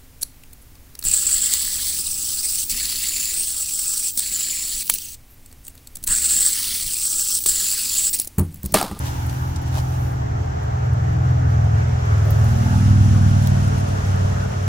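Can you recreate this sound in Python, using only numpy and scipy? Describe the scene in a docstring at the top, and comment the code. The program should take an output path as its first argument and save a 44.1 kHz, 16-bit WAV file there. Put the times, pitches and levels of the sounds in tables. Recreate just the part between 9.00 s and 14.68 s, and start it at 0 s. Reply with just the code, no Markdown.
"""An exhaust drone swells, sinks in pitch, throbs openly and fades, over a wash of tyre noise; leaves hiss,
and close by there are scuffs and small ticks, as someone shifts among the plants beside a house wall.
The passing vehicle's engine is a sum of harmonics of two uneven firings a cycle, lowered in pitch by Doppler.
Tyres and leaves are coloured noise and moving resonances; scuffs and ticks are brief shaped bursts of noise."""
import sys
import numpy as np
from scipy import signal
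from scipy.fft import rfft, irfft, next_fast_len
from scipy.io import wavfile

SR = 44100
rng = np.random.default_rng(int(sys.argv[2]) if len(sys.argv) > 2 else 0)


def dump(signal):
    """Clip the signal to [-1, 1] and save it as 16-bit WAV at the path in sys.argv[1]."""
    limited = np.clip(np.atleast_2d(signal).T, -1, 1)
    pcm = np.round(limited * 32767).astype(np.int16)
    wavfile.write(sys.argv[1], SR, pcm)


N = 250478
TIME = np.arange(N) / SR  # seconds

# The exhaust is heard openly between two moments and is screened before and after; edge softness in s.
OPENS_S, CLOSES_S, EDGE_S = 3.58, 4.55, 0.16
# Engine cycles per second at the nearest point, before the Doppler shift.
CYCLE_HZ = 19.97
# How far the boom and the drone lead on the left: (time [s], lead [radians])
BOOM_LEAD = [(0, -0.1), (2.8, 0.12), (3.4, -0.19), (4.1, -0.41), (4.7, -0.32), (5.68, -0.12)]
# How far the orders outside the boom lead on the left while coming: (frequency [Hz], lead [radians])
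COMING_PHASE = [(40, 0.68), (170, 0.17), (230, 0.9), (280, 0.98), (360, 2.1)]
# The same once the vehicle is near: (frequency [Hz], lead [radians])
NEAR_PHASE = [(70, -0.13), (200, -0.49), (360, -0.66)]


def scene():
    """The vehicle out on the road, the garden close by."""
    return engine() + drone() + road() + whoosh() + scuffs() + ticks() + leaves()


def engine():
    """Firing pulses boom through the pipe; an order is a harmonic of the engine cycle."""
    uneven_open_db, uneven_screened_db = 0.3, 0.6  # spread of firing strength, and what screening adds
    shade_db_per_radian = 2.5  # the side that leads is also louder
    rate, _ = pass_by()
    angle = turning(rate)
    lead, = in_time(BOOM_LEAD)
    opened, closed = after(OPENS_S, EDGE_S), after(CLOSES_S, EDGE_S)
    exhaust = boom(angle, lead) + coming(angle, opened) + flares(angle) + abreast(angle) + going(angle, closed)
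    # The strength flickers from firing to firing, most of all behind the screen.
    uneven_db = uneven_open_db + uneven_screened_db * (1 - opened + closed)
    uneven = from_db(uneven_db * drift(30))
    shade = from_db(shade_db_per_radian * lead * np.array([[.5], [-.5]]))
    return shade * uneven * exhaust


def boom(angle, lead):
    """The four orders that the pipe favours share one boom, each swelling and fading in its own time."""
    # (order, relative level at its peak [dB], peak time [s], rise [dB per s], fall [dB per s])
    boom_orders = [(4, -5.5, 3.54, 4, 12.5), (5, 0, 4.05, 5.5, 8), (6, -2.5, 3.93, 3.5, 13),
                   (7, -6.5, 4.37, 6, 9.5)]
    # Loudness of the whole boom: (time [s], level [dB])
    boom_level = [(0, -26), (0.8, -23.5), (1.6, -23), (1.85, -19), (2.2, -19), (2.52, -14.5), (2.95, -19),
                  (3.06, -21.5), (3.14, -15.5), (3.35, -14), (3.65, -15), (3.88, -11.5), (4.2, -14),
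                  (4.49, -14), (4.62, -18.3), (4.87, -22), (5.1, -21.5), (5.68, -22.5)]
    boom_db, = in_time(boom_level)
    shares = np.array([from_db(db + swell(s, rise, fall)) for _, db, s, rise, fall in boom_orders])
    shares = shares / np.linalg.norm(shares, axis=0)  # their powers add up to 1
    tones = sum(share * exhaust_order(angle, round(row[0]), lead, waver_db=2.0)
                for row, share in zip(boom_orders, shares))
    return from_db(boom_db) * tones


def coming(angle, opened):
    """Thin orders below and above the boom, until the exhaust is heard openly."""
    # (order, relative level [dB])
    coming_orders = [(2, 0.5), (3, -9), (8, 0.5), (9, -3), (10, -13), (11, -6), (12, -12), (13, 1),
                     (14, -23), (15, -2), (17, -4)]
    # Their common level: (time [s], level [dB])
    coming_level = [(0, -45), (1.0, -43), (1.5, -45.5), (1.85, -52.5), (2.2, -49), (2.8, -56.5), (3.2, -51)]
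    level_db, = in_time(coming_level)
    tones = order_set(angle, coming_orders, COMING_PHASE, waver_db=1.0)
    return from_db(level_db) * (1 - opened) * tones


def flares(angle):
    """Reflections lift single orders for a while."""
    # (order, peak level [dB], peak time [s], spread of its bell shape [s])
    lifted_orders = [(2, -37, 3.55, 0.71), (8, -39.5, 2.3, 0.25), (9, -40.5, 2.5, 0.34),
                     (11, -46, 2.84, 0.43), (13, -44.5, 2.45, 0.25), (15, -41.5, 2.22, 0.19),
                     (9, -40, 5.3, 0.19), (10, -36.5, 5.48, 0.31), (12, -46, 5.76, 0.26)]
    return sum(bell(s, spread) * order_set(angle, [(k, db)], COMING_PHASE, waver_db=3.0)
               for k, db, s, spread in lifted_orders)


def abreast(angle):
    """As the vehicle comes abreast, its upper orders open up and close one by one."""
    # (order, level [dB], opens [s], closes [s])
    abreast_orders = [(8, -36, 3.66, 4.8), (9, -29.5, 3.52, 4.55), (10, -27.3, 3.74, 4.56),
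                      (11, -29, 3.445, 4.47), (12, -30, 3.64, 4.44), (13, -37.5, 3.59, 4),
                      (14, -36, 3.68, 4.34), (15, -41.5, 3.92, 4.4), (17, -43, 3.9, 4.23),
                      (18, -47.5, 3.03, 4.25)]
    opening_edge_s, flutter_db = 0.11, 1.2
    total = 0
    for k, db, opens, closes in abreast_orders:
        gate = after(opens, opening_edge_s) - after(closes, EDGE_S)
        flutter = from_db(flutter_db * drift(22))
        total = total + gate * flutter * order_set(angle, [(k, db)], NEAR_PHASE, waver_db=1.5)
    return total


def going(angle, closed):
    """Upper orders that fade steadily as the vehicle leaves."""
    # (order, relative level [dB])
    going_orders = [(8, -9), (9, -3), (10, 1.5), (11, -14), (12, 0.5), (13, -10), (14, -7), (15, -7.5),
                    (16, -15), (17, -11)]
    start_db, fade_db_per_s = -33.5, 12
    fade = from_db(start_db - fade_db_per_s * np.abs(TIME - CLOSES_S))
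    return fade * closed * order_set(angle, going_orders, NEAR_PHASE, waver_db=0.5)


def order_set(angle, orders, phase, waver_db):
    """A set of orders, each with its own lead between the two sides."""
    return sum(from_db(db) * exhaust_order(angle, round(k), at_hz(phase, k * CYCLE_HZ), waver_db)
               for k, db in orders)


def exhaust_order(angle, order, lead, waver_db):
    """One harmonic of two uneven firings, delayed by the pipe and wavering on its way; rms about 1."""
    # Pipe resonances: (centre [Hz], width [Hz])
    pipe_modes = [(119, 23), (280, 150)]
    # The second firing comes slightly early: its place (share of the cycle) and relative strength.
    second_firing, second_strength = 0.4375, 0.97
    path_wander_rad = 0.15  # changing paths shift each order's phase
    mean_hz = order * (angle[-1] - angle[0]) / (2 * np.pi * TIME[-1])
    firings = 1 + second_strength * np.exp(-2j * np.pi * order * second_firing)
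    pipe = sum(1 / (1 + 1j * (mean_hz ** 2 - centre ** 2) / (mean_hz * width)) for centre, width in pipe_modes)
    delay = np.angle(-firings * pipe)  # only the phase is used; the tables set the levels
    sides = lead * np.array([[.5], [-.5]])
    wander = path_wander_rad * drift(1.9)
    tone = np.sqrt(2) * np.cos(order * angle + delay + smear(order) + wander + sides)
    return tone * from_db(waver_db * drift(2.9))


def smear(order):
    """Phase shift (radians) from reflections, which blur each firing until the direct path takes over."""
    # The shift grows with the square of the distance from this order, and wraps round the circle.
    base_order, base_rad, bend_rad = 5, 0.45, 0.25
    ends_s, edge_s = 3.0, 0.3
    shift = np.angle(np.exp(1j * (base_rad + bend_rad * (order - base_order) ** 2)))
    return shift * (1 - after(ends_s, edge_s))


def pass_by():
    """Doppler-shifted cycle rate (Hz) and distance loss (dB) of a vehicle on a straight road."""
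    speed_m_per_s, least_distance_m, nearest_s = 19.96, 22.7, 3.886
    sound_m_per_s, slowing_hz_per_s = 343, 0.0363  # the engine itself slows too
    along = speed_m_per_s * (TIME - nearest_s)
    distance = np.hypot(along, least_distance_m)
    doppler = 1 / (1 + speed_m_per_s / sound_m_per_s * along / distance)
    cycle_hz = CYCLE_HZ - slowing_hz_per_s * (TIME - nearest_s)
    return cycle_hz * doppler, 20 * np.log10(least_distance_m / distance)


def drone():
    """Two tones of another rotation sound between the engine's orders and beat against them."""
    # (order, level at its peak [dB], peak time [s], rise [dB per s], fall [dB per s])
    drone_orders = [(2, -29, 5.1, 1, 16), (3, -29.5, 5.1, 4, 26)]
    # (time [s], rotation [turns per s])
    drone_rate = [(0, 36.15), (2.5, 36.7), (3.25, 36.3), (4.06, 35.6), (5.27, 33.7), (5.68, 33.4)]
    angle = turning(in_time(drone_rate)[0])
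    lead, = in_time(BOOM_LEAD)
    return sum(from_db(db + swell(s, rise, fall)) * exhaust_order(angle, round(k), lead, waver_db=1.5)
               for k, db, s, rise, fall in drone_orders)


def road():
    """Rumble is nearly alike on both sides; the tyre wash is wide, mostly opposite on the two sides."""
    # Reference level of the tyre wash: (time [s], level [dB])
    tyre_level = [(0, -45.5), (0.6, -46.5), (2.0, -44), (2.7, -42), (3.3, -40.5), (4.0, -42), (4.2, -42.5),
                  (5.3, -41), (5.68, -42.5)]
    # Hollow roar, opposite on the two sides:
    # (time [s], centre [Hz], level relative to the tyre reference [dB])
    roar_centre = [(0, 810, 4), (1.0, 730, 10.5), (1.6, 740, 10.5), (2.1, 700, 9), (2.7, 700, 9.5),
                   (3.25, 600, 0), (3.6, 700, 6), (3.86, 730, -1), (4.15, 690, 7.5), (4.7, 630, 8.5),
                   (5.68, 580, 4.5)]
    # Whir in the middle, a little above the roar and about as broad: (time [s], level [dB])
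    whir_level = [(0, -45), (0.95, -46), (1.25, -51), (2.0, -48), (2.6, -45), (3.75, -49.5), (4.0, -51),
                  (4.6, -46), (5.68, -46.5)]
    # Spectra of the rumble and of the wash, middle and sides: (frequency [Hz], relative level [dB per Hz])
    rumble_colour = [(20, -21), (30, -10), (38, -1), (48, 0.5), (65, 0.5), (90, 6.5), (125, -5.5),
                     (160, -8), (220, -10), (320, -20), (500, -33)]
    middle_colour = [(250, -24), (350, 4.5), (430, -0.5), (520, 0), (650, 2), (800, 2), (1020, -2.5),
                     (1400, -0.5), (1750, -3.5), (2200, -9.5), (3000, -21), (4500, -41)]
    side_colour = [(200, -1), (330, 6), (430, -8), (540, 8), (760, 6.5), (1000, 6.5), (1350, 9.5),
                   (1700, 2), (2200, -8.5), (3000, -13), (4500, -29)]
    rumble_db, rumble_follows = -29, 0.46  # level at the nearest point, share of the distance loss
    hollow_full_s, hollow_rise_db_per_s = 1.24, 16
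    _, distance_db = pass_by()
    tyre_db, = in_time(tyre_level)
    roar_hz, roar_db = in_time(roar_centre)
    whir_db, = in_time(whir_level)
    apart = np.array([[1], [-1]])  # opposite on the two sides
    low_mid, low_side = noise(rumble_colour)
    rumble = from_db(rumble_db + rumble_follows * distance_db) * (low_mid + from_db(-15) * low_side * apart)
    # A low hollow resonance fades in, and is weaker while the vehicle is in the open.
    hollow_hz = np.full(N, 425.8)
    in_open = after(OPENS_S, EDGE_S) - after(CLOSES_S, EDGE_S)
    hollow_db = tyre_db - 4.5 - 10.5 * in_open
    hollow_db = hollow_db + hollow_rise_db_per_s * np.minimum(0, TIME - hollow_full_s)
    mid = from_db(tyre_db + 3.5) * wandering(noise(middle_colour, channels=1), patchy_db=1.5)
    mid = mid + moving_resonance(1.11 * roar_hz, whir_db, width_hz=247)  # the whir
    mid = mid + moving_resonance(hollow_hz, hollow_db, width_hz=49)
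    side = from_db(tyre_db + 8.0) * wandering(noise(side_colour, channels=1), patchy_db=3.0)
    side = side + moving_resonance(roar_hz, tyre_db + roar_db, width_hz=245)  # the roar
    side = side + moving_resonance(hollow_hz, hollow_db + 9.0, width_hz=59)
    return rumble + mid + side * apart


def whoosh():
    """A rough, rising band of tyre noise from straight ahead, just before the vehicle is nearest."""
    # (time [s], centre [Hz], level [dB])
    whoosh_path = [(3.12, 579, -53), (3.32, 634, -40), (3.5, 705, -47), (3.65, 788, -44), (3.8, 812, -36)]
    hz, db = in_time(whoosh_path)
    sounding = after(whoosh_path[0][0], .04) - after(whoosh_path[-1][0], .04)
    rough_db = 3 * drift(30)
    return sounding * moving_resonance(hz, db + rough_db, width_hz=270)


def scuffs():
    """Brief gritty rubs that swell and fade, each with a hollow body of its own strength."""
    # (time [s], level before the grit [dB], spread of its bell shape [s], body relative to scratch [dB])
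    rubs = [(0.068, -34.5, 0.02, -9), (0.3, -39.5, 0.009, -10), (0.675, -43, 0.012, -12),
            (0.75, -40.5, 0.018, 0), (0.783, -34, 0.016, 3), (0.945, -44, 0.02, -6),
            (3.125, -48, 0.012, -10), (4.455, -41, 0.028, -20)]
    # Spectra of scratch and hollow body: (frequency [Hz], relative level [dB per Hz])
    scratch_colour = [(1500, -5), (2800, 3.5), (6000, 1.5), (9000, -2), (16000, -6.5)]
    body_colour = [(300, -14), (600, 9), (800, 13.5), (1200, 4), (2500, -13)]
    scratch = sum(from_db(db) * bell(s, spread) for s, db, spread, _ in rubs)
    body = sum(from_db(db + body_db) * bell(s, spread) for s, db, spread, body_db in rubs)
    grit = from_db(2.4 * drift(250) - 3)  # a fast flicker, 3 dB down
    return grit * (scratch * noise(scratch_colour) + body * noise(body_colour))


def ticks():
    """Each small dry tick is a sudden, fast-dying burst in a broad resonance."""
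    # (time [s], level before the decay [dB], centre [Hz], decay time [s])
    tick_list = [(0.297, -41, 10000, 0.006), (0.296, -38, 3000, 0.005), (0.327, -44, 11000, 0.005),
                 (0.56, -32.5, 5600, 0.007), (0.617, -46, 12000, 0.02), (0.725, -40, 3200, 0.006),
                 (1.63, -53, 11000, 0.015), (1.933, -46, 11000, 0.004), (2.13, -54, 13000, 0.004),
                 (2.31, -49, 14500, 0.004), (2.52, -54, 9000, 0.015), (3.253, -44, 14500, 0.006),
                 (3.305, -27.5, 14800, 0.007), (3.442, -38, 7000, 0.003), (3.443, -42, 14000, 0.008),
                 (4.423, -37, 7000, 0.003), (4.472, -23.5, 14200, 0.0018), (4.472, -25, 4800, 0.0024)]
    width_hz = 3800
    out = np.zeros((2, N))
    age = np.arange(SR // 8) / SR
    for s, db, hz, decay in tick_list:
        b, a = signal.iirpeak(hz, hz / width_hz, fs=SR)
        ringing = rms_one(signal.lfilter(b, a, rng.standard_normal((2, len(age)))))
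        start = round(s * SR)
        out[:, start:start + len(age)] += from_db(db) * ringing * np.exp(-age / decay)
    return out


def leaves():
    """Foliage hisses all round; finer rustle and sizzle are grainy, crackle, and rise where plants brush by."""
    # Level of the hiss: (time [s], level [dB])
    hiss_level = [(0, -41), (0.5, -46.5), (0.9, -46), (1.2, -49.5), (2.3, -48), (3.0, -45), (3.7, -40),
                  (4.7, -40.5), (5.68, -43.5)]
    # Plants brushing by close at hand: (start [s], end [s], level in the sizzle [dB])
    brushes = [(-0.1, 0.346, -48), (0.36, 0.545, -49.5), (0.724, 1.138, -51), (3.234, 3.764, -53)]
    # Spectra, from the broad hiss to the finest sizzle: (frequency [Hz], relative level [dB per Hz])
    hiss_colour = [(1500, -5.5), (2800, 4.5), (3800, 0.5), (4800, 0), (5700, 4), (7000, 1.5), (8000, -5.5),
                   (9000, -21), (16000, -36)]
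    rustle_colour = [(5000, -21), (8000, 2), (10000, 4), (12000, -3), (16000, -23)]
    sizzle_colour = [(9000, -7), (12000, 7), (14000, 6), (15000, 8), (16000, 0)]
    # Levels at the strongest hiss, without brushing, and how steeply each follows the hiss (dB per dB).
    rustle_db, sizzle_db, rustle_swing, sizzle_swing = -50, -57.5, 2.25, 0.83
    brush_edge_s, brush_rustle_db = 0.085, -4  # brushing is weaker in the rustle than in the sizzle
    hiss_db, = in_time(hiss_level)
    lull_db = hiss_db - hiss_db.max()
    brush = sum(from_db(db) * (after(start, brush_edge_s) - after(end, brush_edge_s))
                for start, end, db in brushes)
    rustle_gain = np.hypot(from_db(rustle_db + rustle_swing * lull_db), from_db(brush_rustle_db) * brush)
    sizzle_gain = np.hypot(from_db(sizzle_db + sizzle_swing * lull_db), brush)
    stir_db = .5 * drift(9.8)
    hiss = from_db(hiss_db + stir_db) * noise(hiss_colour)
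    rustle = rustle_gain * from_db(stir_db + 1.1 * drift(150)) * noise(rustle_colour)
    sizzle = sizzle_gain * from_db(2 * stir_db + 0.67 * drift(150)) * noise(sizzle_colour)
    # About nine snaps a second, each dying away in 4.1 ms.
    snaps = (rng.random(N) < 9 / SR) * rng.uniform(.5, 1.5, N)
    crackle = signal.lfilter([1], [1, -np.exp(-1 / (0.0041 * SR))], snaps + 1e-18)
    return hiss + (rustle + sizzle) * (1 + crackle)


def moving_resonance(hz, db, width_hz):
    """Noise ringing in a resonance whose centre and level follow curves."""
    slow_noise = drift(width_hz / 2) + 1j * drift(width_hz / 2)
    return from_db(db) * rms_one(np.real(slow_noise * np.exp(1j * turning(hz))))


def wandering(x, patchy_db, count=14):
    """Moving air lets each narrow band of a far sound swell and sink on its own; rms 1."""
    size = next_fast_len(N)
    spectrum = rfft(x, size)
    # Overlapping bands, evenly spaced in pitch from 350 to 3000 Hz.
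    place = at_hz([(350, 0), (3000, count - 1)], np.fft.rfftfreq(size, 1 / SR))
    total = 0
    for k in range(count):
        band = irfft(spectrum * np.maximum(0, 1 - np.abs(place - k)), size)[:, :N]
        total = total + band * from_db(patchy_db * drift(7.3))
    return rms_one(total)


def noise(colour, channels=2):
    """Unrelated noises of one colour, falling steeply beyond its ends; rms 1."""
    size = next_fast_len(N)
    hz = np.fft.rfftfreq(size, 1 / SR) + 1e-3
    skirts = np.minimum(1, np.minimum(hz / colour[0][0], colour[-1][0] / hz)) ** 2
    spectrum = rfft(rng.standard_normal((channels, size))) * from_db(at_hz(colour, hz)) * skirts
    return rms_one(irfft(spectrum, size)[:, :N])


def drift(rate):
    """A random curve of rms 1, with changes up to about `rate` a second."""
    step, size = 16, 16384  # computed at every 16th sample, then joined by straight lines
    slowness = 1 + (np.fft.rfftfreq(size, step / SR) / rate) ** 4
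    slow = irfft(rfft(rng.standard_normal(size)) / slowness)
    return rms_one(np.interp(np.arange(N) / step, np.arange(size), slow))


def turning(rate):
    """Angle (radians) of a rotation at `rate` turns per second, zero at the moment of one firing."""
    firing_s = 4.0107
    angle = 2 * np.pi * np.cumsum(rate) / SR
    return angle - np.interp(firing_s, TIME, angle)


def after(s, edge_s):
    """A soft step from 0 to 1 at a moment."""
    return .5 + .5 * np.tanh((TIME - s) / edge_s)


def swell(peak_s, rise_db_per_s, fall_db_per_s):
    """A steady rise to 0 dB, then a steady fall."""
    return np.minimum(rise_db_per_s * (TIME - peak_s), fall_db_per_s * (peak_s - TIME))


def bell(s, spread_s):
    """A smooth swell and fade about a moment."""
    return np.exp(-.5 * ((TIME - s) / spread_s) ** 2)


def in_time(rows):
    """One curve over time for each column of a table after the first."""
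    s, *columns = np.transpose(rows)
    return [np.interp(TIME, s, column) for column in columns]


def at_hz(points, hz):
    """Read a table on a log-frequency axis."""
    freqs, values = np.transpose(points)
    return np.interp(np.log(hz + 1e-9), np.log(freqs), values)


def from_db(db):
    """Decibels to gain."""
    return 10 ** (np.asarray(db) / 20)


def rms_one(x):
    """Scale to rms 1."""
    return x / np.sqrt(np.mean(np.abs(x) ** 2) + 1e-20)


def record(dry):
    """A steep low-pass filter removes the treble above 15.9 kHz."""
    low_pass = signal.ellip(12, .1, 80, 15900, fs=SR, output="sos")
    return signal.sosfilt(low_pass, dry)


dry = scene()
out = record(dry)
dump(out)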